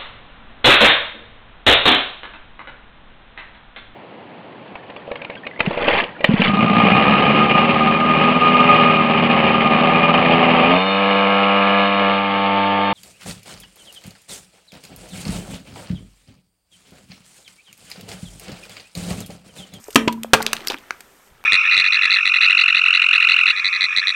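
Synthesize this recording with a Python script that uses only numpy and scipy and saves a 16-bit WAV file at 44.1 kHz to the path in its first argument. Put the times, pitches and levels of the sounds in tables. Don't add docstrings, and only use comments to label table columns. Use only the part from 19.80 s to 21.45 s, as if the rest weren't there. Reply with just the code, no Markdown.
import sys
import numpy as np
from scipy import signal
from scipy.fft import rfft, irfft, next_fast_len
from scipy.io import wavfile
from scipy.ndimage import uniform_filter1d

SR = 44100
rng = np.random.default_rng(int(sys.argv[2]) if len(sys.argv) > 2 else 0)


def wav_out(sig):
    wavfile.write(sys.argv[1], SR, np.round(np.clip(np.atleast_2d(sig).T, -1, 1) * 32767).astype(np.int16))


N = 72765

# t/s, noise level/dB, low push/dB, tire ring/dB, tire overtone/dB, can ring/dB,
# push f/Hz, decay factor, dull above f/Hz, loudest wall mode f/Hz, its level/dB
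BUCKLES = [(.157, 5, 3.5, -17, -21.5, -20.5, 330, 0.47, 19400, 1240, -0.5),
           (0.2759, -18, 3.5, -26, -56.5, -35.5, 290, 1, 3230, 2735, -17.5),
           (.5334, 2, 6, -26.5, -20.5, -27.5, 430, 0.85, 20000, 1628, -3.5)]
# f/Hz, level/dB
BURST_COLOUR = [(60, -29), (110, -6.5), (270, 4), (350, -11), (620, 2), (900, -6), (1400, -1), (2000, -7),
                (2800, 0), (4000, -8.5), (15000, -25.5)]
# f/Hz, T60/s
BURST_DECAY = [(100, 0.055), (300, 0.046), (1000, 0.067), (3000, 0.042), (12000, 0.05)]
# f/Hz, T60/s
TIRE_MODES = [(226.5, 0.77), (441.5, 0.45)]
# t/s, level/dB
END_RATTLES = [(.2805, -7.5), (.2925, -13.5), (.304, -30), (.3225, -27), (.341, -29), (.376, -32)]
# f/Hz, level/dB, T60/s
CAN_MODES = [(604, 4.5, 0.027), (1250, -12, 0.066), (1500, -10.5, 0.085), (1550, -8.5, 0.25),
             (2010, -8.5, .08), (3140, -0.5, 0.046)]
# t/s, peak before low cut/dB, f/Hz, sharpness Q,
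# treble re body/dB, T60 of the exciting rattle/s
SNAPS_AND_DENTS = [(0.0411,-27.5,6700,1.6,-18,0.015),(0.0812,-29,3880,3.6,40,0.015),(0.0835,-22.5,413,1.73,-50,0.031),
                   (0.1055,-26.5,3040,1.07,5.5,0.036),(0.1282,-31.5,4850,0.69,2,0.051),(0.1468,-20.5,4460,0.57,5,0.02),(0.1619,-4.5,270,5.4,-54,0.014),(0.28,-7,3030,1.44,-53,0.018),
                   (0.326,-22.5,3340,1.3,3,0.031),(0.4341,-10,2610,1.07,1.5,0.012),(0.4462,-17,517,1.17,-37,0.0045),
                   (0.603,-26.5,280,2.3,-45,0.011),(.6035,-12.5,800,1.27,-37,0.024),(.608,-14,960,0.97,-35,0.017),(0.6196,-19,4000,1.9,-4,0.018),(0.6266,-7.5,1850,3.5,12,0.0088),
                   (0.6653,0,2560,0.56,-31,0.0081),(0.675,-20,3450,2.2,-30,0.038),(0.7315,0,2280,0.39,-9.5,0.018),(.7536,-26,2170,0.34,-38,0.022),
                   (0.7669,-12.5,2750,0.82,-20,0.012),(0.8056,-25.5,1990,0.79,-20,0.021),(.81,-34.5,343,8.3,-13,0.16),(0.85,-29,2040,0.45,-3,0.015),
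                   (0.868,-30,4900,4.2,7,0.044),(0.8725,-3.5,3000,0.97,-0.5,0.013),(0.883,-9,5050,3.8,0.5,0.014),(0.9,-11.5,3000,0.94,-17,0.044),
                   (0.8998,-17.5,416,1.85,-40,0.021),(.9015,-22,855,4.3,-40,0.052),(0.9095,-15.5,730,0.51,-20,0.027),(0.92,-15,1680,0.47,-10,0.013),(0.931,-24,2540,0.75,-13,0.027),(0.9435,-12.5,1490,1.07,-14,0.0088),
                   (0.93,-27,288,3.4,-55,0.072),(0.968,-32,3380,3.4,-25,0.0034),(0.9767,-30,3340,4.7,-27,0.0054),(0.9855,-28.5,1880,0.63,-1,0.0092),
                   (1.1073,-7.5,1560,0.67,-24,0.011),(1.2059,-26,1833,0.43,0,0.022),(1.64,-24.5,1090,0.56,-3,0.007)]
# f/Hz, level/dB
TREBLE_COLOUR = [(3000,-17.5),(5400,1.5),(8700,3.5),(11000,-6.5),(13500,5),(15500,-38.5)]
# t/s, level/dB
CRACKLE_LEVEL = [(0,-55),(.2,-51),(.5,-88),(.6,-35),(.87,-42.5),(.91,-34.5),(.945,-34.5),(.96,-53),(1.1,-53),(1.3,-63.5),(1.65,-57)]
# t/s, length/s, start f/Hz, end f/Hz, level before flutter/dB
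WHISTLE_TONES = [(.545, 0.095, 12900, 13570, -59.5), (0.942, .08, 13100, 13200, -73)]
# f/Hz, T60/s
UNDER_CAR_DECAY = [(100, 0.96), (300, 0.28), (1000, 0.38), (4000, 0.22), (12000, 0.26)]
# f/Hz, level/dB
HUSH_COLOUR = [(40,-22),(200,-6.5),(372,-8.5),(388,3),(405,-6.5),(1250,-9),(1310,-1),(1370,-8.5),(3000,-15.5),(6000,-25.5)]
# t/s, level/dB
HUSH_CURVE = [(0,-60),(.8,-47.5),(1.02,-52),(1.2,-52),(1.65,-59)]
# t/s, level/dB
HISS_CURVE = [(0,-51.5),(.14,-54),(.3,-56),(.53,-80),(.75,-58),(.92,-62.5),(1.48,-59),(1.51,-65.5),(1.65,-67.5)]
# t/s, level/dB
RUMBLE_CURVE = [(0,-71),(.2,-49),(.5,-57),(.6,-82),(1.08,-65.5),(1.15,-66),(1.3,-66),(1.36,-74.5),(1.49,-76.5),(1.505,-55),(1.585,-62),(1.65,-62.5)]

PUSH_T60_S, WALL_T60_S = 0.013, 0.041
PUSH_RISE = 2.1
TIRE_LEFT_DB, TIRE_LEFT_T60_S = -42.5, 0.11
END_HZ, END_T60_S, END_DETUNE = 972, 0.054, 0.011
BANG_LOW_CUT_HZ, CREASE_LOW_CUT_HZ = 53, 180
CLICK_DB = 11.5
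HOLLOW_HZ, HOLLOW_DB, HOLLOW_T60_S = 395, -17, 0.012
CRACKLE_RATE_PER_S, CRACKLE_HZ, CRACKLE_SPREAD_OCT = 1750, 2270, 0.856
CRACKLE_DECAY_CYCLES, CRACKLE_SPREAD_DB = 2.6, 4.5
FLUTTER_DB, WANDER_HZ = 5.5, 60
RUMBLE_HZ = 43
ECHO_DB = -16
CEILING, CLIP_HARDNESS, TOP_HZ = 0.95, 11, 16000


def amp(db):
    return 10 ** (np.asarray(db) / 20)


def unit(x):
    return x / np.sqrt(np.mean(x ** 2) + 1e-20)


def along(points, hz):
    f, v = np.transpose(points)
    return np.interp(np.log(hz + 1), np.log(f + 1), v)


def curve(rows):
    return np.interp(np.arange(N) / SR, *np.transpose(rows))


def filtered(x, response):
    m = next_fast_len(len(x) + 8192)
    spectrum = rfft(x, m) * response(np.fft.rfftfreq(m, 1 / SR))
    return irfft(spectrum, m)[:len(x)]


def low_cut(x, hz):
    return filtered(x, lambda f: (1j * f / (hz + 1j * f)) ** 2)


def resonance(hz, q):
    return lambda f: 1j * f * hz / q / (hz * hz - f * f + 1j * f * hz / q)


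def coloured_noise(colour):
    return unit(filtered(rng.standard_normal(N), lambda f: amp(along(colour, f))))


def ring(hz, t60_s, t):
    return np.sin(2 * np.pi * hz * t) * amp(-60 * t / t60_s)


def rise(t, tau_s):
    return 1 - np.exp(-t / tau_s)


def add(track, s, x):
    i = round(s * SR)
    track[i:i + len(x)] += x[:N - i]


def dying_noise(decay, stretch):
    hz, t, z = signal.stft(rng.standard_normal(SR // 2), SR, nperseg=128)
    t60_s = stretch * along(decay, hz)[:, None]
    return signal.istft(z * amp(-60 * t / t60_s), SR, nperseg=128)[1]


def noise_burst(stretch, dull_hz):
    def colour(f):
        return amp(along(BURST_COLOUR, f)) / (1 + 1j * f / dull_hz) ** 2

    x = filtered(dying_noise(BURST_DECAY, stretch), colour)
    return x / np.sqrt(np.mean(x[:200] ** 2))


def can_ring(t):
    return sum(amp(db + rng.normal(0, 2)) * ring(hz, t60_s, t) for hz, db, t60_s in CAN_MODES)


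def bangs():
    bang, ringing, t = np.zeros(N), np.zeros(N), np.arange(N) / SR
    add(ringing, 0, amp(TIRE_LEFT_DB) * ring(TIRE_MODES[0][0], TIRE_LEFT_T60_S, t))
    for (s, db, push_db, tire_db, over_db, can_db,
         push_hz, stretch, dull_hz, wall_hz, wall_db) in BUCKLES:
        push = ring(push_hz, PUSH_T60_S, t) * rise(t, PUSH_RISE / dull_hz)
        wall = amp(wall_db) * ring(wall_hz, WALL_T60_S, t)
        add(bang, s, -amp(push_db) * push)
        add(bang, s + 0.00079, amp(db) * noise_burst(stretch, dull_hz))
        add(bang, s + 0.0012, amp(can_db) * can_ring(t) + wall)
        for (hz, t60_s), level_db in zip(TIRE_MODES, (tire_db, over_db)):
            add(ringing, s, amp(level_db) * ring(hz, t60_s, t) * rise(t, 0.0033))
    for s, db in END_RATTLES:
        hz = END_HZ * (1 + rng.normal(0, END_DETUNE))
        add(ringing, s, amp(db) * ring(hz, END_T60_S, t) * rise(t, 0.0018))
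    return low_cut(bang, BANG_LOW_CUT_HZ), ringing


def crease(hz, q, treble_db, t60_s):
    t = np.arange(SR // 10) / SR
    kick = rng.standard_normal(len(t)) * amp(-60 * t / max(t60_s, 0.002))
    kick[0] = -amp(CLICK_DB)
    body = filtered(kick, lambda f: resonance(hz, max(q, 0.3))(f) ** 2)
    treble = filtered(kick, lambda f: amp(along(TREBLE_COLOUR, f)))
    x = body / abs(body).max() + amp(treble_db) * treble / abs(treble).max()
    x -= amp(HOLLOW_DB) * ring(HOLLOW_HZ, HOLLOW_T60_S, t)
    return x / abs(x).max()


def creases():
    out = np.zeros(N)
    for s, db, *kind in SNAPS_AND_DENTS:
        add(out, s, amp(db) * crease(*kind))
    return low_cut(out, CREASE_LOW_CUT_HZ)


def crackle():
    count = 3000
    gaps_s = -np.log(1 - rng.random(count)) / CRACKLE_RATE_PER_S
    start = (np.cumsum(gaps_s) * SR).astype(int)
    level_db = CRACKLE_SPREAD_DB * np.minimum(rng.exponential(size=count), 3)
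    octaves = CRACKLE_SPREAD_OCT * rng.standard_normal(count)
    hz = np.clip(CRACKLE_HZ * 2 ** octaves, 200, 6000)[:, None]
    k = np.arange(400)
    cycles = hz * k / SR
    grains = amp(level_db)[:, None] * np.sin(2 * np.pi * cycles) * np.exp(-cycles / CRACKLE_DECAY_CYCLES)
    x = np.bincount((start[:, None] + k).ravel(), grains.ravel(), N)[:N]
    return unit(x) * amp(curve(CRACKLE_LEVEL))


def whistle():
    out = np.zeros(N)
    for s, length_s, from_hz, to_hz, db in WHISTLE_TONES:
        n = round(length_s * SR)
        wander = unit(uniform_filter1d(rng.standard_normal(n), size=60))
        flutter = unit(uniform_filter1d(rng.standard_normal(n), size=250))
        hz = np.linspace(from_hz, to_hz, n) + WANDER_HZ * wander
        tone = np.sin(2 * np.pi * np.cumsum(hz) / SR)
        add(out, s, amp(db + FLUTTER_DB * flutter) * np.sqrt(np.hanning(n)) * tone)
    return out


def echo(x):
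    tail = dying_noise(UNDER_CAR_DECAY, 0.77)
    delayed = np.pad(x, (150, 0))
    return signal.fftconvolve(delayed, tail / np.linalg.norm(tail))[:N]


def background():
    hush = coloured_noise(HUSH_COLOUR) * amp(curve(HUSH_CURVE))
    hiss = coloured_noise(TREBLE_COLOUR) * amp(curve(HISS_CURVE))
    rumble = unit(filtered(rng.standard_normal(N), lambda f: resonance(RUMBLE_HZ, 0.6)(f) ** 2))
    return hush + hiss + rumble * amp(curve(RUMBLE_CURVE))


def scene():
    bang, ringing = bangs()
    metal = bang + creases()
    near = metal + amp(ECHO_DB) * echo(metal) + ringing
    return (near + crackle() + whistle() + background())[None]


def record(dry):
    x = dry[0]
    clipped = CEILING * x / (1 + abs(x) ** CLIP_HARDNESS) ** (1 / CLIP_HARDNESS)
    return filtered(clipped, lambda f: 1 / (1 + (f / TOP_HZ) ** 80))[None]


dry = scene()
out = record(dry)
wav_out(out)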